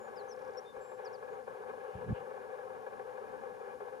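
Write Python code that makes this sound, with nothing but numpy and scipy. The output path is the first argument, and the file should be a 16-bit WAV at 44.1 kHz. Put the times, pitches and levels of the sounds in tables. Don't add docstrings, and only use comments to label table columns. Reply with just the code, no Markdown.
import sys
import numpy as np
from scipy import signal
from scipy.fft import rfft, irfft, next_fast_len
from scipy.io import wavfile
from scipy.ndimage import uniform_filter1d, map_coordinates

SR = 44100
rng = np.random.default_rng(int(sys.argv[2]) if len(sys.argv) > 2 else 0)


def persist_wave(psi):
    counts = np.round(np.clip(psi, -1, 1) * 32767).astype(np.int16)
    wavfile.write(sys.argv[1], SR, np.atleast_2d(counts).T)


N = 176400

# (frequency [Hz], relative density [dB])
RUMBLE_SPECTRUM = [(20, 4.5), (35, 0.5), (55, -6), (90, -4), (120, 0.5), (150, -2.5), (180, -2), (222, 5.5),
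                   (265, 1.5), (330, 1), (450, -36), (800, -72)]
HISS_SPECTRUM = [(500, 0), (3000, -3), (4200, -1), (5500, -1), (7800, -4.5), (8350, -9), (8800, -3.5),
                 (10000, -2), (12000, -8), (15400, -14)]
# (frequency [Hz], correlation [-1 to 1])
RUMBLE_CORRELATION = [(60, -0.78), (150, -0.46), (230, -0.27), (320, -0.46)]
CORRELATION = [(60, .85), (200, 0.46), (400, 1), (1500, 0.16), (4000, 0.27), (7000, 0.53), (15000, 0.26)]

# (frequency [Hz], bandwidth [Hz], relative left level [dB], right level [dB])
BODY_MODES = [(400.8, 17, -59, -58.5), (440, 35.5, -51.5, -52.3), (508.4, 28, -45, -59),
              (585, 27, -56, -78), (634, 41, -61.5, -60), (737, 36, -66, -61.5),
              (785.6, 52.3, -50.5, -69.7), (873, 27, -61, -65.5), (953.5, 43, -59.5, -66),
              (1075.4, 40, -58.5, -65.5), (1140, 48, -59.5, -76), (1279.5, 27, -60, -62),
              (1357, 70, -67.4, -77), (1453, 49, -63.5, -65.5), (1539, 25, -63, -71),
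              (1652.5, 70, -61.5, -62.5), (1699, 58, -69.5, -65), (1935, 53, -80.5, -78.5),
              (2117, 49, -72.5, -86), (2286, 62, -81, -74.5), (2428, 48, -72.5, -78.5)]
# (frequency [Hz], phase [rad])
LEFT_LEAD = [(440, -1.1), (510, -.4), (600, -3.3), (710, -3.2), (780, -.8), (950, -1.2), (1320, -2.6),
             (1660, -1.5), (2400, -1.8)]
# (time [s], relative level [dB])
WHIRR_CONTOUR = [(0.0, -47.5), (0.27, -46), (0.37, -53), (0.38, -46), (0.6, -47.5), (0.73, -56.5),
                 (0.76, -48), (0.97, -51.5), (1.0, -44), (1.2, -50), (1.34, -44.5), (1.46, -55.5),
                 (1.48, -46.5), (1.5, -47.5), (1.61, -46), (1.66, -49.5), (1.7, -39), (1.73, -51),
                 (1.74, -47), (2.05, -45.5), (2.07, -56.5), (2.09, -39.5), (2.14, -52.5), (2.16, -40),
                 (2.21, -46.5), (2.45, -46.5), (2.47, -50.5), (2.51, -44), (2.67, -47.5), (3.48, -46.5),
                 (3.52, -50), (3.7, -46), (3.71, -43), (3.79, -55), (3.81, -47), (3.83, -46), (3.89, -45),
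                 (3.92, -52.5), (3.94, -45), (4.0, -52.5)]
# (time [s], level relative to the steady drive [dB])
DRIVE_JOLTS = [(0.916, 13), (1.224, 7.5), (1.277, -1.5), (1.474, 7), (2.865, 11), (2.994, 6), (3.096, -0.5),
               (3.433, 8), (3.805, 9)]
# (frequency [Hz], relative density [dB])
EDGE_SPECTRUM = [(300, -31), (900, -4.5), (2000, -4), (2550, -6.5), (2740, -1), (3300, -6.5), (3720, -8.5),
                 (4200, -16.5), (7000, -24)]

# (time [s], level [dB])
RUB_ENVELOPE = [(1.93, -75), (1.955, -49), (1.98, -54), (2.055, -54.5), (2.09, -36.5), (2.125, -31.5),
                (2.142, -64), (2.23, -60), (2.3, -76)]
# (frequency [Hz], relative density [dB])
RUB_SPECTRUM = [(25, -30), (45, -19), (70, -3.5), (115, 3), (195, 2), (260, -10), (500, -21), (1200, -44),
                (4000, -72)]
BRUSH_SPECTRUM = [(1200, -35), (2200, 2), (2800, 8), (3400, -4), (6000, -30), (12000, -60)]
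# (time [s], envelope peak [dB], frequency [Hz])
HAND_BUMPS = [(.77, -62.5, 70), (1.956, -40, 100), (2.126, -26, 112)]
# (time [s], Gaussian half width [s], level [dB])
HAND_BRUSHES = [(1.95, 0.11, -72), (2.168, 0.024, -64)]

# (start [s], length [s], relative level [dB], crest [0-1], five evenly timed pitches [Hz])
SONG_NOTES = [(-.03, .137, -68.5, .45, 7050, 7050, 7040, 6950, 6150),
              (.155, .076, -60, .28, 5480, 5030, 4480, 4060, 3920),
              (.192, .026, -76, .6, 7200, 7250, 7100, 6600, 5900),
              (.279, .063, -55, .73, 5850, 6230, 5860, 5290, 5280),
              (.568, .031, -49.3, .58, 5650, 5430, 5440, 5570, 5800),
              (.645, .086, -60.3, .45, 3560, 3605, 3610, 3585, 3560),
              (.795, .205, -67.5, .17, 7700, 7470, 7490, 7480, 7490),
              (1.043, .046, -56.5, .33, 6050, 5500, 4920, 4440, 4250),
              (1.124, .044, -61.7, .42, 5950, 5510, 4990, 4510, 4280),
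              (1.295, .065, -75, .75, 6900, 6760, 6800, 6680, 6100)]


def amp(db):
    return 10 ** (np.asarray(db) / 20)


def unit(x):
    return x / np.sqrt(np.mean(x ** 2) + 1e-20)


def along(points, hz):
    frequencies, values = np.transpose(points)
    return np.interp(np.log(hz + 1), np.log(frequencies + 1), values)


def curve(rows):
    return np.interp(np.arange(N) / SR, *np.transpose(rows))


def wobble(rate_hz):
    return map_coordinates(rng.standard_normal(2048), [np.arange(N) * rate_hz / SR], mode="wrap")


def noise(spectrum, correlation=CORRELATION):
    hz = np.fft.rfftfreq(N, 1 / SR)
    angle = np.arccos(np.clip(along(correlation, hz), -1, 1)) / 2
    coloured = rfft(rng.standard_normal((2, N))) * amp(along(spectrum, hz))
    mid, side = irfft(coloured * [np.cos(angle), np.sin(angle)], N)
    return unit(np.array([mid + side, mid - side]))


def air(rumble_db=-63.5, hiss_db=-73):
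    rumble = unit(amp(2.3 * wobble(14)) * noise(RUMBLE_SPECTRUM, RUMBLE_CORRELATION))
    return amp(rumble_db) * rumble * amp([[3], [-3]]) + amp(hiss_db) * noise(HISS_SPECTRUM)


def camera_whirr(swing=0.74, steadiness=0.47, jitter_db=2, jolt_s=0.0023):
    t, hz = np.arange(N) / SR, np.fft.rfftfreq(N, 1 / SR)
    contour_db = curve(WHIRR_CONTOUR)
    envelope = amp(swing * (contour_db - contour_db.mean()))
    jolts = sum(amp(db) * np.exp(-((t - time) / jolt_s) ** 2) for time, db in DRIVE_JOLTS)
    drive = amp(jitter_db * wobble(150)) + jolts
    modes = np.zeros((2, N))
    for centre, width, left_db, right_db in BODY_MODES:
        band = width / np.sqrt(np.sqrt(2) - 1)
        response = (1j * hz * band / (centre ** 2 - hz ** 2 + 1j * hz * band)) ** 2
        ring = np.fft.ifft(rfft(drive * rng.standard_normal(N)) * response, N)
        power = np.abs(uniform_filter1d(np.abs(ring) ** 2, size=SR // 8)) + 1e-20
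        ring = ring / power ** (steadiness / 2)
        pickup = [amp(left_db), amp(right_db) * np.exp(-1j * along(LEFT_LEAD, centre))]
        modes += np.outer(pickup, ring / np.std(ring.real)).real
    edge = unit(np.sqrt(drive) * noise(EDGE_SPECTRUM))
    return envelope * (amp(-0.6) * modes + amp(-72.5) * edge)


def handling(bump_width_cycles=0.5):
    t = np.arange(N) / SR
    rub = amp(curve(RUB_ENVELOPE)) * noise(RUB_SPECTRUM)
    bumps = np.zeros(N)
    for time, db, hz in HAND_BUMPS:
        cycles = (t - time) * hz
        bumps -= amp(db) * np.sin(2 * np.pi * cycles) * np.exp(-.5 * (cycles / bump_width_cycles) ** 2)
    strokes = sum(amp(db) * np.exp(-.5 * ((t - time) / width) ** 2) for time, width, db in HAND_BRUSHES)
    return rub + bumps + strokes * noise(BRUSH_SPECTRUM)


def hillside_echo(song, t60_s=0.23, level_db=-23):
    tail = rng.standard_normal((2, SR // 2)) * amp(-60 * np.arange(SR // 2) / SR / t60_s)
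    return amp(level_db) * signal.fftconvolve(song[None], tail / np.linalg.norm(tail[0]), axes=1)[:, :N]


def whistle(start, length, crest, pitches, waver):
    progress = (np.arange(N) / SR - start) / length
    sounding = (progress > 0) & (progress < 1)
    glide = np.polyfit(np.linspace(0, 1, len(pitches)), pitches, len(pitches) - 1)
    hz = np.polyval(glide, progress[sounding]) * waver[sounding]
    skewed = np.interp(progress[sounding], [0, crest, 1], [0, .5, 1])
    swell = np.abs(np.sin(np.pi * skewed)) ** .95
    note = np.zeros(N)
    note[sounding] = swell * np.sin(2 * np.pi * np.cumsum(hz) / SR)
    return note


def songbird(ticks=7, trill_start_s=.3613, tick_period_s=.029, tick_s=.0048, sweep_hz=(6500, 4500)):
    waver = 1 + .0025 * wobble(140)
    notes = sum(amp(db) * whistle(start, length, crest, pitches, waver)
                for start, length, db, crest, *pitches in SONG_NOTES)
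    trill = sum(whistle(trill_start_s + k * tick_period_s, tick_s, 0.56, sweep_hz, waver)
                for k in range(ticks))
    flutter = amp(-1 + .9 * wobble(100))
    song = (notes + amp(-63.5) * trill) * flutter
    return song * amp([[2.5], [-2.5]]) + hillside_echo(song)


def scene():
    return air() + camera_whirr() + handling() + songbird()


def record(dry, low_cut_hz=43.4, top_hz=15600):
    cut = signal.sosfilt(signal.butter(4, low_cut_hz, "highpass", fs=SR, output="sos"), dry)
    size = next_fast_len(N + SR // 2)
    passband = np.fft.rfftfreq(size, 1 / SR) < top_hz
    return irfft(rfft(cut, size) * passband, size)[:, :N]


dry = scene()
out = record(dry)
persist_wave(out)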